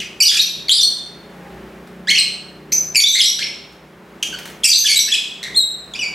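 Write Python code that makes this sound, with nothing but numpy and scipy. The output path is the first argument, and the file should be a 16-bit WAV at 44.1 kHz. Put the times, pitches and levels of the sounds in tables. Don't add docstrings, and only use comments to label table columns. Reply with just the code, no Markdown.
import sys
import numpy as np
from scipy import signal
from scipy.fft import rfft, irfft, next_fast_len
from scipy.io import wavfile
from scipy.ndimage import uniform_filter1d, minimum_filter1d

SR = 44100
rng = np.random.default_rng(int(sys.argv[2]) if len(sys.argv) > 2 else 0)


def generate_wav(signal):
    frames = np.transpose(np.atleast_2d(signal))
    scaled = np.clip(frames, -1, 1) * 32767
    pcm = np.round(scaled).astype(np.int16)
    wavfile.write(sys.argv[1], SR, pcm)


N = 270774
CUTOFF_HZ = 16000
ATTACK_S, RELEASE_S = .002, .003


def from_db(db):
    return 10 ** (np.asarray(db) / 20)


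def rms_one(x):
    return x / np.sqrt(np.mean(x ** 2) + 1e-20)


def at_hz(points, hz):
    freqs, values = np.transpose(points)
    return np.interp(np.log(np.maximum(hz, 1)), np.log(freqs), values)


def coloured(spectrum, size):
    hz = np.fft.rfftfreq(size, 1 / SR)
    return rms_one(irfft(rfft(rng.standard_normal(size)) * from_db(at_hz(spectrum, hz)), size))


def wobble(rate_hz, size):
    padded = next_fast_len(size + SR // 8)
    hz = np.fft.rfftfreq(padded, 1 / SR)
    slow_spectrum = rfft(rng.standard_normal(padded)) / (1 + (hz / rate_hz) ** 2)
    return rms_one(irfft(slow_spectrum, padded))[:size]


def gate(t, length_s, attack_s, release_s):
    ramp = np.clip(np.minimum(t / attack_s, (length_s - t) / release_s), 0, 1)
    return np.sin(np.pi / 2 * ramp) ** 2


def add(track, s, sound):
    start = int(np.clip(round(s * SR), 0, N))
    track[start:start + len(sound)] += sound[:N - start]


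# f/Hz, relative level/dB
AIR_SPECTRUM = [(20, -66), (30, -28.5), (45, -20), (60, -2), (90, -17), (140, -6), (215, -6.5), (300, -6),
                (400, -7), (600, -7.5), (1000, -10), (1400, -11.5), (2000, -13.5), (4500, -26.5),
                (9000, -34), (16000, -35.5)]
# t/s, level/dB
AIR_SWELL = [(0, -45.5), (.9, -37.5), (1.5, -40.5), (2.1, -45), (2.7, -45), (3.5, -37.5), (4, -45),
             (4.5, -42), (5.2, -42), (6.14, -41.5)]
def outdoor_air(side_db=-12):
    t = np.arange(N) / SR
    midrange = signal.butter(3, [450, 5000], "band", fs=SR, output="sos")
    side = signal.sosfilt(midrange, coloured(AIR_SPECTRUM, N)) * [[1], [-1]]
    swell = from_db(np.interp(t, *np.transpose(AIR_SWELL)))
    return swell * (coloured(AIR_SPECTRUM, N) + from_db(side_db) * side)


def far_tone(start_s=1.33, length_s=0.28, hz=808, level_db=-46.5, fade_s=0.044):
    t = np.arange(N) / SR
    tone = np.sqrt(2) * from_db(level_db) * np.sin(2 * np.pi * hz * t)
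    return tone * gate(t - start_s, length_s, fade_s, fade_s)


# multiple of the firing rate, relative level/dB
ENGINE_TONES = [(2, -10), (4, -12), (5, -2), (6, 1), (7, 0.5), (8, -7), (10, -4.5), (11, -5), (12, -3.5),
                (13, -1), (14, -5.5), (16, -11.5), (18, -8), (19, -8.5), (22, -18.5), (24, -13)]
# t/s, level/dB
ENGINE_SWELL = [(0, -44), (.9, -38), (2, -40), (2.8, -42), (3.5, -36.5), (4, -44.5), (4.5, -42),
                (6.14, -45.5)]
def engine(firing_hz=29.65, rise_hz_per_s=.3, waver=0.0034, waver_hz=7.7,
           fading_db=3.0, scatter_rad=1.12, surge_db=2.0, surge_hz=12):
    t = np.arange(N) / SR
    rate = (firing_hz + rise_hz_per_s * t) * (1 + waver * wobble(waver_hz, N))
    phase = 2 * np.pi * np.cumsum(rate) / SR
    fade_times = np.linspace(0, t[-1], 40)
    hum = 0
    for multiple, db in ENGINE_TONES:
        fade = np.interp(t, fade_times, from_db(db + fading_db * rng.standard_normal(len(fade_times))))
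        offset = scatter_rad * rng.standard_normal()
        hum = hum + fade * np.sin(multiple * phase + offset)
    level_db = np.interp(t, *np.transpose(ENGINE_SWELL)) + surge_db * wobble(surge_hz, N)
    return rms_one(hum) * from_db(level_db)


# f/Hz, time to fade by 60 dB/s
RING_TIMES = [(1500, 0.46), (2700, 0.65), (4000, 0.57), (5500, 0.51), (8000, 0.49), (12000, 0.44),
              (16000, .35)]
def wall_ring(x, wet_db=-0.5, side_db=-10, first_echo_s=0.0039, side_cut_hz=8000):
    t = np.arange(SR) / SR
    hz = np.fft.rfftfreq(SR, 1 / SR)
    white, tail = rfft(rng.standard_normal((2, SR))), 0
    edges = np.geomspace(500, SR / 2, 14)
    for low, high in zip(edges, edges[1:]):
        band = irfft(white * ((hz >= low) & (hz < high)), SR)
        tail = tail + band * from_db(-60 * t / at_hz(RING_TIMES, np.sqrt(low * high)))
    tail = tail * (t > first_echo_s) * np.sqrt(2 * np.log(1000) / (SR * at_hz(RING_TIMES, 6000)))
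    mid, side = signal.fftconvolve(x[None], tail, axes=1)[:, :N]
    side = signal.sosfilt(signal.butter(1, side_cut_hz, fs=SR, output="sos"), side)
    return from_db(wet_db) * (mid + from_db(side_db) * side * [[1], [-1]])


# delay/s, relative level/dB
WALL_BOUNCES = [(.0034, -11.5), (.0079, -22), (.044, -12.5)]
def wall_echoes(x, smear_s=.003):
    out = np.zeros(N)
    for delay_s, db in WALL_BOUNCES:
        smear = rng.standard_normal(int(smear_s * SR) + 1)
        add(out, delay_s - smear_s / 2, from_db(db) * np.convolve(x, smear / np.linalg.norm(smear)))
    return out


# t/s, starting level/dB
WIRE_TAPS = [(1.873, -47), (3.722, -43.5), (4.335, -36), (4.387, -29.5), (4.455, -30.5), (4.476, -35),
             (4.499, -37)]
def cage_taps(fade_s=0.068):
    out, t = np.zeros(N), np.arange(SR // 10) / SR
    spectrum = [(300, -18), (1500, 0.5), (5000, -5.5), (15000, -14.0)]  # f/Hz, relative level/dB
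    for s, db in WIRE_TAPS:
        add(out, s, coloured(spectrum, len(t)) * from_db(db - 60 * t / fade_s))
    return out


# f/Hz, relative level/dB
THROAT_SHAPE = [(1000, -18), (1600, -2.5), (2200, -5), (3300, 6.5), (4500, 10.5), (5600, 7), (6600, -2),
                (7600, 6.5), (8800, -3), (10500, -3.5), (12200, -6), (13400, -13), (16000, -47)]
def voice_box(length_s, arc_hz, level_db, swell_db, rough, tilt_db, jitter=0.13, jitter_hz=700,
              flutter_db=8, flutter_hz=260, rasp_db=-9.5, flicker_db=3.5, flicker_hz=110):
    t = np.arange(0, length_s + RELEASE_S, 1 / SR)
    progress = np.linspace(0, 1, len(t))
    pitch = np.polyval(np.polyfit([0, .5, 1], arc_hz, 2), progress)
    shaky_pitch = pitch * (1 + jitter * rough * wobble(jitter_hz, len(t)))
    phase = 2 * np.pi * np.cumsum(shaky_pitch) / SR
    k = np.arange(1, 9)[:, None]
    gains = from_db(at_hz(THROAT_SHAPE, k * pitch) + tilt_db * np.log2(k)) * (k * pitch < CUTOFF_HZ)
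    gains = gains * from_db(flicker_db * wobble(flicker_hz, gains.size).reshape(gains.shape))
    tone = np.sum(gains * np.sin(k * phase), axis=0) / np.sqrt(np.sum(gains ** 2, axis=0) / 2)
    puffs = 1 + np.sin(phase)
    rasp = from_db(rasp_db) * rough ** 1.5 * coloured(THROAT_SHAPE, len(t)) * puffs
    shake = rms_one(from_db(flutter_db * rough * np.tanh(wobble(flutter_hz, len(t)))))
    breath = gate(t, t[-1], ATTACK_S, RELEASE_S) * from_db(level_db + swell_db * (progress - .5))
    return (tone + rasp) * shake * breath


# t/s, f/Hz, starting level/dB
BIRD_TICKS = [(.685, 2245, -8.5), (0.695, 3170, 3), (2.183, 2495, -8.5), (2.722, 2313, -19.5),
              (2.727, 2424, -18), (2.949, 2490, -14), (2.957, 2710, -3.5), (3.004, 3620, -6),
              (3.081, 4070, -5), (4.636, 3380, -12), (4.687, 3240, -10), (4.762, 4717, 3), (4.992, 4190, 1),
              (5.430, 1980, -19.5), (5.438, 1934, -17), (5.4462, 2015, -22), (5.938, 3570, -21)]
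# t/s, length/s, start f/Hz, middle f/Hz,
# end f/Hz, level/dB, swell over the note/dB, roughness (0 to 1), tilt of the harmonics/(dB per octave)
BIRD_NOTES = [ (0, 0.034, 3300, 2627, 1980, -28, -4.5, 0.81, -15.5),
              (.203, .019, 2740, 2266, 2530, -7.5, 12, 0.03, -3),
              (.222, 0.027, 2576, 2997, 2430, -8, -18, 0.23, -2),
              (0.254, 0.029, 3885, 4944, 4540, -6, 2, 0.24, -5.5),
              (0.281, 0.028, 3740, 3470, 3400, -9, 2, 0.21, -11),
              (0.312, 0.065, 1802, 1650, 1830, -17, 0, 0.99, -4),
              (0.372, 0.013, 2280, 2570, 2870, -11.5, -5, 0.28, -8),
              (.393, 0.015, 3835, 3710, 4800, -3, 2.5, 0.33, -14),
              (0.414, 0.021, 5580, 5800, 5760, -12.5, -2, 0.31, -3),
              (0.7, 0.027, 3213, 3634, 4380, -3.5, 12, 0.3, -3.5),
              (.731, .028, 4525, 4880, 4480, -9, -11, 0.29, 2),
              (.763, .024, 4755, 4820, 4370, -9.5, 1, 0.37, -1),
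              (0.785, 0.02, 3770, 3540, 3660, -4, 5, 0.1, -15),
              (.81, .014, 5760, 6030, 6130, -11, -10, 0.22, -7),
              (0.83, .029, 4187, 4368, 4370, -5, -7.5, .08, -3.5),
              (2.072, 0.026, 1514, 1927, 2190, -17, 17, 0.22, -12),
              (2.101, .018, 2370, 3266, 2730, -12.5, -4, 0.32, -5.5),
              (2.112, 0.021, 2210, 2158, 2150, -17, -16, 0.2, -15),
              (2.152, .027, 2394, 2950, 2797, -14, 4, 0.44, -15.5),
              (2.187, 0.023, 4273, 4100, 4500, -12, -10, 0.25, -4.5),
              (2.72, 0.018, 5973, 6170, 6040, -14.5, 14, 0.24, 0.5),
              (2.738, 0.05, 6040, 6107, 6050, -17, 2, .08, -24),
              (2.964, .04, 2390, 2245, 2304, -4, -8, 0.09, -2),
              (3.005, 0.042, 2385, 2290, 2340, -15, -9.5, 0.08, -4),
              (3.011, 0.03, 5650, 5720, 5470, -11, -3, 0.33, -7),
              (3.038, .039, 3577, 3528, 4090, -2.5, -2, 0.16, -13.5),
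              (3.084, .04, 5810, 6270, 6030, -10.5, -13, 0.04, -6),
              (3.125, .026, 3865, 3700, 3650, -8, 6, 0.28, -5.5),
              (3.15, 0.047, 1903, 2142, 2167, -8, 3, .48, -8),
              (3.196, 0.016, 3635, 3457, 2970, 0, 9, 0.31, -8),
              (3.214, .013, 5310, 4920, 3930, -2.5, -6, 0.26, -2),
              (3.227, 0.033, 3896, 3870, 4210, -5, 2, 0.34, -6.5),
              (3.254, 0.052, 5560, 5736, 5610, -8, 1, 0.17, -4.5),
              (3.389, 0.029, 1563, 1672, 1650, -20, -18, 0.71, -6),
              (3.415, 0.019, 2465, 2222, 4090, -11.5, 1, 0.09, -14.5),
              (3.44, 0.011, 5450, 5360, 5390, -12.5, -6, 0.08, -23),
              (4.227, 0.0092, 3350, 3057, 3060, -17, -11, 0.77, -7),
              (4.326, 0.027, 1563, 1507, 1490, -27, 1, 0.13, -16.5),
              (4.642, 0.024, 2445, 2720, 2455, -2.5, 12, 0.35, -2),
              (4.673, .03, 2406, 2350, 2580, -7.5, -7, 0.18, 1.5),
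              (4.701, 0.0063, 5880, 6100, 6000, -1.5, 0, 0.05, -12),
              (4.714, 0.024, 4620, 4650, 3890, -3.5, -4, .28, -4),
              (4.731, 0.031, 3486, 4060, 4310, -6.5, -6, 0.14, -8),
              (4.77, 0.059, 6120, 6220, 6080, -10, -2, 0.11, -8),
              (4.841, 0.014, 1720, 1713, 1780, -14.5, 13, 0.42, -6),
              (4.853, 0.026, 3520, 3255, 2300, -6.5, 3, 0.34, -6.5),
              (4.883, 0.037, 2258, 2260, 2200, -6, 3, 0.22, -4),
              (4.923, 0.028, 2705, 2664, 2800, -16.5, -3, 0.39, -0.5),
              (4.957, 0.024, 3946, 3830, 4045, -7, 6.5, 0.25, -2),
              (4.994, .03, 5990, 5780, 5800, -10.5, -5, 0.26, -3),
              (5.076, 0.014, 1734, 1688, 1830, -21, 18, 0.37, -15),
              (5.084, 0.032, 2500, 2680, 2430, -20.5, 2, .35, -11),
              (5.118, 0.014, 3060, 3390, 3130, -7, 9, 0.16, -12.5),
              (5.138, 0.017, 2623, 2756, 4490, -9.5, -3, 0.25, -9.5),
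              (5.45, 0.033, 2067, 1963, 1890, -30, -1, .58, -25),
              (5.545, 0.019, 3350, 3670, 4140, -24, 13, .05, -8.5),
              (5.563, .034, 4142, 4201, 3886, -10.5, 10, 0, -5.5),
              (5.6, 0.027, 3853, 3817, 3798, -12, -3, 0, -8),
              (5.949, 0.017, 2630, 2434, 3060, -26.5, 3, .2, -14.5),
              (5.991, 0.012, 2900, 2930, 2780, -22.5, -3, 0, -11),
              (6.011, 0.036, 2790, 2396, 2294, -21, 3, 0, -14), ]
def lovebirds(tick_s=0.0039, tick_rough=0.43, tick_fall_db=6, tick_tilt_db=-7, lowest_hz=1500):
    out = np.zeros(N)
    for s, length_s, *arc_hz, db, swell_db, rough, tilt_db in BIRD_NOTES:
        add(out, s - ATTACK_S / 2, voice_box(length_s, arc_hz, db, swell_db, rough, tilt_db))
    for s, hz, db in BIRD_TICKS:
        middle_db = db - tick_fall_db / 2
        tick = voice_box(tick_s, (hz, hz, hz), middle_db, -tick_fall_db, tick_rough, tick_tilt_db)
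        add(out, s - ATTACK_S, tick)
    return signal.sosfilt(signal.butter(6, lowest_hz, "high", fs=SR, output="sos"), out)


def scene():
    cage = lovebirds() + cage_taps()
    return cage + wall_echoes(cage) + wall_ring(cage) + outdoor_air() + far_tone() + engine()


def record(dry, threshold_db=-8.5, release_db_per_s=13, window_s=0.0047, ceiling=.92):
    power = uniform_filter1d(np.mean(dry ** 2, axis=0), int(window_s * SR))
    excess_db = np.maximum(10 * np.log10(np.abs(power) + 1e-12) - threshold_db, 0)
    recovery_db = release_db_per_s * np.arange(N) / SR
    drop_db = np.maximum.accumulate(excess_db + recovery_db) - recovery_db
    levelled = dry * from_db(-drop_db)
    safe_gain = np.minimum(1, ceiling / (np.max(np.abs(levelled), axis=0) + 1e-9))
    limited = levelled * uniform_filter1d(minimum_filter1d(safe_gain, size=129), size=129)
    return signal.sosfiltfilt(signal.cheby2(14, 50, CUTOFF_HZ + 600, fs=SR, output="sos"), limited)


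dry = scene()
out = record(dry)
generate_wav(out)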